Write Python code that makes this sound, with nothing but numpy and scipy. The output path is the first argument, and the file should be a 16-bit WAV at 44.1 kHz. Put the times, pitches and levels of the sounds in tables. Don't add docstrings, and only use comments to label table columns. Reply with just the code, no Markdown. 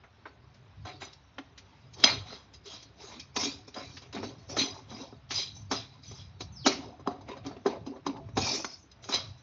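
import sys
import numpy as np
from scipy import signal
from scipy.fft import rfft, irfft, next_fast_len
from scipy.io import wavfile
from scipy.ndimage import uniform_filter1d

SR = 44100
rng = np.random.default_rng(int(sys.argv[2]) if len(sys.argv) > 2 else 0)


def pcm_store(signal):
    levels = np.round(np.clip(np.atleast_2d(signal), -1, 1) * 32767)
    wavfile.write(sys.argv[1], SR, levels.astype(np.int16).T)


N = 415545

# (frequency [Hz], relative level per Hz [dB])
HUSH_COLOUR = [(15, -55), (25, -23.5), (67, 5.5), (108, 1.5), (239, -12), (343, -18), (876, -13.5),
               (2980, -22.5), (3980, -23.5), (6280, -55.5), (7800, -50.5), (10100, -95.5), (17200, -120)]
# (time [s], level [dB])
FLAME_LEVEL = [(0, -61.5), (.25, -68), (.5, -51), (1.05, -55.5), (1.2, -70.5), (1.9, -56), (2.15, -43),
               (2.4, -64), (2.75, -60), (3.3, -59.5), (3.8, -57), (4.6, -51), (4.85, -59), (5.7, -49),
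               (6.0, -55), (6.7, -44), (6.9, -54.5), (7.4, -55), (8.3, -52), (8.47, -43), (8.7, -75),
               (8.95, -57.5), (9.26, -46.5), (9.42, -62)]
# (frequency [Hz], width [Hz], level [dB])
FLAME_MODES = [(69.6, 41, -22), (102, 45.7, 10.5), (127.6, 8.3, -0.5)]
# (time [s], pitch [Hz], level [dB])
WHISTLE = [(6.51, 6570, -100), (6.525, 6300, -65), (6.57, 5210, -51.5), (6.61, 4200, -55.5),
           (6.66, 2780, -41.5), (6.675, 2450, -100)]
# (frequency [Hz], time [s])
ECHO_TIMES = [(150, 0.65), (500, 0.39), (1500, 0.31), (4000, 0.39), (7500, 0.12)]
# (frequency [Hz], width [Hz], level [dB])
BOWL = [(223, 28, -2), (271.5, 33, 5), (308, 28, -6), (392.6, 31, 2), (509, 98, -11.5), (558, 70, -5.5),
        (668, 15, -10.5), (730, 27, -6), (885, 100, -4.5), (999, 58, -7.5), (1120, 51, -14.5)]
# (frequency [Hz], width [Hz], level [dB])
SPOON = [(2180, 70, -15.5), (2740, 35, -16.5), (3305, 130, 0.5), (3843, 29, -8), (3966, 63, 4),
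         (4144, 35, -6), (4960, 40, 1), (5020, 45, -11.5), (6014, 28, -7), (6090, 50, -9), (7200, 110, -14)]
# (frequency [Hz], width [Hz], level [dB])
WALL = [(2365, 35, -8.5), (2520, 45, -8.5), (3560, 27, -8.5), (3907, 50, -10), (4345, 35, -5.5),
        (4610, 25, -5.5), (5115, 56, 1.5), (5490, 44, -1.5), (5500, 77, -1.5), (5840, 36, -4),
        (6100, 33, -2), (6550, 55, -6.5), (7330, 150, -3)]
# (frequency [Hz], width [Hz], level [dB])
GRAINS = [(645, 300, -0.5), (966, 220, -6), (1180, 550, 3), (1560, 840, -12), (2150, 300, -2.5),
          (2400, 820, -1), (2780, 400, -10), (3770, 170, -4), (4500, 150, -3.5), (5230, 1400, -17),
          (6700, 4100, -16)]
# (time [s], crack peak [dB], bowl boom [dB], crack centre [Hz], spoon ring [dB],
#          wall ring [dB], contact [ms])
KNOCKS = [(0.035, -36, -63, 950, -80, -69, 14), (0.254, -21.5, -64, 760, -77, -81, 11),
          (0.541, -45, -69, 2900, -71, -87, 22), (0.85, -24, -61, 626, -49.5, -65, 10),
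          (1.017, -22, -47, 1180, -50, -66, 12), (1.131, -43, -71, 2690, -54, -52.5, 3.2),
          (1.382, -20.5, -39.5, 1300, -52, -62, 6.7), (1.576, -30, -75, 2660, -54, -54, 13),
          (1.935, -56, -66, 1070, -51, -47.5, 7.8), (1.998, -33, -40.5, 896, -51, -51, 4.9),
          (2.038, -0.5, -22, 1010, -10, -50, 3.9), (2.323, -28, -44, 802, -50, -63, 13),
          (2.535, -45, -63.5, 860, -47, -53.5, 11), (2.734, -52, -48.5, 2500, -47, -62, 6),
          (2.823, -42, -56.5, 2900, -52, -50.5, 8.9), (3.195, -51.5, -69, 2180, -45, -39.5, 6.5),
          (3.362, -13, -26, 2310, -48.5, -26, 6.3), (3.678, -49, -47, 651, -64, -47, 5.1),
          (3.741, -31, -70, 2870, -46, -68, 6.9), (3.761, -28, -35, 923, -63, -70, 15),
          (3.968, -27.5, -84.5, 2330, -63, -70, 12), (4.018, -64, -50, 832, -52.5, -63, 7.7),
          (4.126, -29, -57, 2870, -51, -66, 5.7), (4.147, -35, -35, 1040, -50, -49.5, 3.9),
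          (4.164, -28, -30, 950, -67, -70, 8.6), (4.228, -26.5, -36, 990, -49.5, -51, 14),
          (4.496, -40, -46.5, 896, -68, -41, 6), (4.566, -15.5, -27.5, 1040, -36.5, -32, 11),
          (4.912, -47, -38.5, 800, -55.5, -65, 13), (4.999, -45.5, -42, 800, -58, -58, 10.4),
          (5.125, -56.5, -45, 636, -80.5, -81, 5.1), (5.306, -16.5, -33, 2130, -41, -32.5, 15),
          (5.712, -11.5, -25.5, 780, -47, -30, 6.3), (5.725, -23, -26, 720, -43, -35, 8.8),
          (6.112, -60.5, -43, 840, -62, -49, 5.5), (6.405, -29.5, -35.5, 1570, -39, -42, 8.2),
          (6.661, -3, -16, 696, -20.5, -19.5, 9.3), (6.994, -52, -44.5, 855, -61, -75.5, 13),
          (7.073, -26, -21.5, 724, -41.5, -66.5, 1.9), (7.109, -33, -38.5, 708, -56, -78, 9.5),
          (7.209, -45.5, -47.5, 616, -59, -69, 6.5), (7.285, -45, -34.5, 920, -49.5, -68, 4.2),
          (7.367, -33.5, -38.5, 890, -54.5, -72, 7.9), (7.463, -50, -36, 740, -45.5, -46, 3.6),
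          (7.51, -35.5, -38.5, 799, -76.5, -73, 8.3), (7.565, -38, -44, 1500, -69, -77, 7.4),
          (7.659, -13.5, -21, 727, -38, -45, 10.4), (7.754, -34, -38, 692, -63, -73, 6.4),
          (7.863, -42.5, -38, 786, -50.5, -54.5, 5.3), (7.96, -38, -43, 842, -65, -74, 9.5),
          (8.064, -19, -20.5, 716, -36, -45.5, 4.4), (8.165, -37, -45, 1500, -61, -65, 7),
          (8.287, -42, -46.5, 1034, -67, -70, 7.5), (8.369, -15, -22.5, 2450, -32.5, -33.5, 13),
          (8.644, -13.5, -34.5, 1090, -51, -33.5, 3.6), (8.914, -66.5, -75, 705, -51.5, -74, 4.1),
          (9.039, -34.5, -65, 880, -44.5, -60.5, 6.5), (9.088, -23, -31, 611, -40, -37.5, 7.3),
          (9.137, -25, -34, 1080, -23, -52, 12)]
# (start [s], rise [s], hold [s], bowl boom [dB], grain rattle [dB],
#                        spoon ring [dB], wall ring [dB])
STROKES = [(0.252, .01, 0.02, -62, -60, -85, -85), (0.84, 0.031, 0.015, -41.5, -44.5, -52.5, -77),
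           (0.995, 0.016, 0.029, -48, -45.5, -47.5, -78), (1.62, 0.039, 0.21, -60, -64.5, -72, -86),
           (1.924, 0.073, 0.038, -43, -51, -56, -54), (2.043, 0.0096, 0.047, -32, -28.5, -29.5, -53),
           (2.239, 0.031, 0.08, -46, -51.5, -50, -59.5), (2.633, 0.029, 0.097, -54, -53, -47.5, -53.5),
           (2.958, .05, .14, -46, -51, -52.5, -55), (3.364, 0.034, 0.056, -30, -39.5, -37, -33),
           (3.723, 0.039, 0.045, -37, -45.5, -49.5, -56), (3.8, 0.02, 0.16, -53, -59, -58, -57.5),
           (4.004, 0.023, 0.029, -53, -56, -65, -68), (4.117, 0.019, 0.044, -38.5, -44.5, -58, -58),
           (4.201, 0.037, 0.021, -35.5, -48, -51.5, -52.5), (4.35, 0.042, 0.037, -61, -64, -73.5, -66.5),
           (4.474, 0.022, 0.034, -38.5, -50.5, -67, -49), (4.557, 0.035, 0.012, -31, -31.5, -25.5, -47),
           (4.716, 0.023, 0.04, -46, -54.5, -64.5, -59), (4.86, .04, .13, -41, -55.5, -52, -54.5),
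           (5.29, 0.056, 0.048, -40.5, -42, -32.5, -40.5), (5.362, 0.018, 0.018, -51, -58, -33, -44.5),
           (5.538, 0.017, 0.013, -47.5, -80, -72.5, -52.5), (5.706, 0.0088, 0.062, -56, -43, -39, -44.5),
           (5.906, 0.014, 0.034, -50, -64.5, -65, -78.5), (6.014, 0.021, 0.18, -54, -61.5, -55, -61),
           (6.675, 0.011, 0.039, -34, -37, -46.5, -43), (6.802, 0.027, 0.034, -39.5, -57.5, -61.5, -61),
           (7.077, 0.014, 0.047, -37, -61, -69.5, -78), (7.247, 0.037, 0.035, -37, -48.5, -74, -72),
           (7.427, 0.022, 0.026, -37.5, -49.5, -63, -70.5), (7.672, 0.012, 0.023, -33, -46, -57.5, -73),
           (7.848, 0.015, 0.055, -39, -62.5, -74, -77.5), (8.075, 0.021, 0.048, -34.5, -63.5, -78, -73),
           (8.368, 0.049, 0.14, -30, -39, -45, -33), (8.67, 0.012, 0.048, -61.5, -58.5, -65, -48.5),
           (9.013, 0.017, 0.046, -56, -59, -57, -56.5), (9.089, 0.037, 0.0095, -38.5, -32.5, -29, -38),
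           (9.23, 0.025, 0.021, -55, -75, -61, -63), (9.367, 0.0084, 0.016, -64, -83, -66.5, -67.5)]
RELEASE_DB_PER_S = [155, 191.6, 200, 208]
AFTER_KNOCK_DB = [-3.5, -21.5, -17.5, -10]
SETTLE_DB_PER_S = [300, 300, 300, 300]
REST_DB = [-62.5, -72.5, -81, -79]

RISE_FROM_DB = -26
SWELL_IN_DB_PER_S = 1499


def from_db(db):
    return 10 ** (np.asarray(db) / 20)


def rms_one(x):
    return x / np.sqrt(np.mean(x ** 2) + 1e-20)


def in_time(rows):
    times, *columns = np.transpose(rows)
    return [np.interp(np.arange(N) / SR, times, column) for column in columns]


def coloured(x, spectrum):
    hz, db = np.transpose(spectrum)
    size = next_fast_len(len(x))
    grid = np.fft.rfftfreq(size, 1 / SR) + 1
    gain = from_db(np.interp(np.log(grid), np.log(hz), db))
    return irfft(rfft(x, size) * gain, size)[:len(x)]


def mellow(x, top_hz):
    return signal.sosfilt(signal.butter(4, top_hz, fs=SR, output="sos"), x)


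def drift(rate):
    steps = np.arange(0, N, 16) * rate / SR
    points = rng.standard_normal(N // 100)
    k = steps.astype(int)
    part = np.sin(steps % 1 * np.pi / 2)
    joined = points[k] * np.sqrt(1 - part ** 2) + points[k + 1] * part
    return np.repeat(joined, 16)[:N]


def ring(push, hz, width_hz):
    radius = np.exp(-np.pi * width_hz / SR)
    turn = 2 * np.pi * hz / SR
    feedback = [1, -2 * radius * np.cos(turn), radius * radius]
    return signal.lfilter([.5, 0, -.5], feedback, push + 1e-18)


def grit(per_s, uneven_db):
    luck = np.minimum(rng.exponential(1, N), 5)
    sizes = from_db(uneven_db * luck) * rng.choice([-1, 1], N)
    return rms_one(sizes * (rng.random(N) < per_s / SR))


def rubbed(modes, contacts, level_db, wander_db, wander_rate, damping):
    shares = np.array([from_db(db + wander_db * drift(wander_rate)) for hz, width, db in modes])
    shares *= from_db(level_db) / np.sqrt(np.sum(shares ** 2, axis=0))
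    out = np.zeros(N)
    for k, (hz, width, db) in enumerate(modes):
        own = np.roll(contacts, 977 * k)
        damped_hz = width * damping
        even_out = np.sqrt(4 * np.pi * damped_hz / SR)
        out += ring(own * shares[k], hz, damped_hz) * even_out
    return out


def bursts(rise_s, fall_s):
    t = np.arange(3000) / SR
    shape = (1 - np.exp(-t / rise_s)) * np.exp(-t / np.reshape(fall_s, (-1, 1)))
    return rng.standard_normal((len(KNOCKS), len(t))) * shape


def struck(modes, level_db, spread_db, chatter):
    steps = np.arange(chatter.shape[1])
    at = (np.array(KNOCKS)[:, :1] * SR).astype(int) + steps
    luck = np.clip(rng.standard_normal((len(at), len(modes))), -2, 1)
    typical = np.sqrt(np.sum(chatter ** 2, axis=1))
    out = np.zeros(N)
    for k, (hz, width, db) in enumerate(modes):
        felt = np.abs(chatter @ np.exp(2j * np.pi * hz / SR * steps))
        wanted = from_db(level_db + db + spread_db * luck[:, k])
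        strength = wanted / np.maximum(felt, typical / 2)
        push = np.zeros(N)
        np.add.at(push, at, chatter * strength[:, None])
        out += ring(push, hz, width)
    return out


def hush():
    level = from_db(-61 + 1.0 * drift(11.0))
    return level * rms_one(coloured(rng.standard_normal(N), HUSH_COLOUR))


def flame():
    level_db, = in_time(FLAME_LEVEL)
    lumps = from_db(4.2 * drift(14.) + 0.64 * drift(6.))
    puffs = lumps * rng.standard_normal(N)
    rumble = rubbed(FLAME_MODES, puffs, level_db, wander_db=1.5, wander_rate=11.0, damping=0.87)
    return mellow(rumble, top_hz=188)


def whistle():
    hz, db = in_time(WHISTLE)
    loudness = from_db(db + 4.5 * drift(60.)) * (db > -89)
    return loudness * np.sin(2 * np.pi * np.cumsum(hz) / SR)


def kitchen(x, first_s):
    t = np.arange(SR // 2) / SR
    edges = 100 * 2 ** np.arange(0, 6.6, .5)
    hz, t60 = np.transpose(ECHO_TIMES)
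    tail = np.zeros(len(t))
    for low, high in zip(edges, edges[1:]):
        band = signal.butter(2, [low, high], "band", fs=SR, output="sos")
        band_t60 = np.interp(np.log(low * high) / 2, np.log(hz), t60)
        tail += signal.sosfilt(band, rng.standard_normal(len(t))) * from_db(-60 * t / band_t60)
    tail *= np.clip(t / first_s, 0, 1) ** 2
    return signal.fftconvolve(x, tail / np.sqrt(np.sum(tail ** 2)))[:N]


def effort():
    t = np.arange(0, N / SR, .002)
    start, rise, hold, *stroke_db = np.transpose(STROKES)[:, :, None]
    s, crack_db, boom_db, crack_hz, spoon_db, wall_db, contact_ms = np.transpose(KNOCKS)[:, :, None]
    rising_db = RISE_FROM_DB * np.clip(1 - (t - start) / rise, 0, 1)
    swell_db = np.where(t < start, -200, rising_db)
    past_hold = np.maximum(t - start - rise - hold, 0)
    since = t - s
    levels = []
    for k, knock_db in enumerate([boom_db, boom_db, spoon_db, wall_db]):
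        strokes = from_db(stroke_db[k] + swell_db - RELEASE_DB_PER_S[k] * past_hold)
        fade_db = np.where(since > 0, SETTLE_DB_PER_S[k], SWELL_IN_DB_PER_S) * np.abs(since)
        stirs = from_db(knock_db + AFTER_KNOCK_DB[k] - fade_db)
        power = np.sum(strokes ** 2, axis=0) + np.sum(stirs ** 2, axis=0) + from_db(REST_DB[k]) ** 2
        levels.append(np.interp(np.arange(N) / SR, t, 10 * np.log10(power)))
    return levels


def drag():
    boom_db, rattle_db, spoon_db, wall_db = effort()
    slips = from_db(2.0 * drift(60.))
    scratch = slips * grit(per_s=1800., uneven_db=4.0)
    tumble = slips * grit(per_s=2000., uneven_db=3.0)
    heaves = from_db(3.94 * drift(28.)) * grit(per_s=260.0, uneven_db=2.0)
    boom = rubbed(BOWL, heaves, boom_db - 9.0, wander_db=9.0, wander_rate=22., damping=0.97)
    spoon = rubbed(SPOON, scratch, spoon_db - 1.5, wander_db=5.0, wander_rate=22.0, damping=1.4)
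    wall = rubbed(WALL, scratch, wall_db, wander_db=5.5, wander_rate=25.0, damping=1.6)
    rattle = rubbed(GRAINS, tumble, rattle_db - 4.0, wander_db=6.5, wander_rate=40.0, damping=0.73)
    return mellow(boom, top_hz=1250) + spoon + wall + rattle


def knocks():
    s, crack_db, boom_db, crack_hz, spoon_db, wall_db, contact_ms = np.transpose(KNOCKS)
    fall_s = contact_ms / 1000
    chatter = bursts(rise_s=0.012, fall_s=.8 * fall_s)
    thump = bursts(rise_s=0.0001, fall_s=1.5 * fall_s)
    out = mellow(struck(BOWL, boom_db - 8.0, spread_db=3.5, chatter=thump), top_hz=1300)
    out += struck(SPOON, spoon_db - 3.5, spread_db=2.5, chatter=chatter)
    out += struck(WALL, wall_db - 4.5, spread_db=3.0, chatter=chatter)
    for start, db, hz, puff in zip(s, crack_db, crack_hz, bursts(rise_s=0.002, fall_s=fall_s)):
        band = signal.butter(3, [hz / 2.3, hz * 2.24], "band", fs=SR, output="sos")
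        crack = signal.sosfilt(band, puff)
        peak = np.sqrt(uniform_filter1d(crack ** 2, size=88).max())
        i = int(start * SR)
        out[i:i + len(puff)] += from_db(db - 17.0) * crack / peak
    return out


def scene():
    no_bass = signal.butter(4, 200, "high", fs=SR, output="sos")
    pan = signal.sosfilt(no_bass, drag() + knocks())
    falling = whistle()
    echo = kitchen(from_db(-18.5) * pan + falling, first_s=0.0034)
    return (hush() + flame() + falling + echo + pan)[None]


def record(dry):
    thin = signal.sosfilt(signal.butter(4, 55, "high", fs=SR, output="sos"), dry)
    sloped = signal.sosfilt(signal.butter(8, 7350, fs=SR, output="sos"), thin)
    return signal.sosfilt(signal.cheby2(12, 60, 8030, fs=SR, output="sos"), sloped)


dry = scene()
out = record(dry)
pcm_store(out)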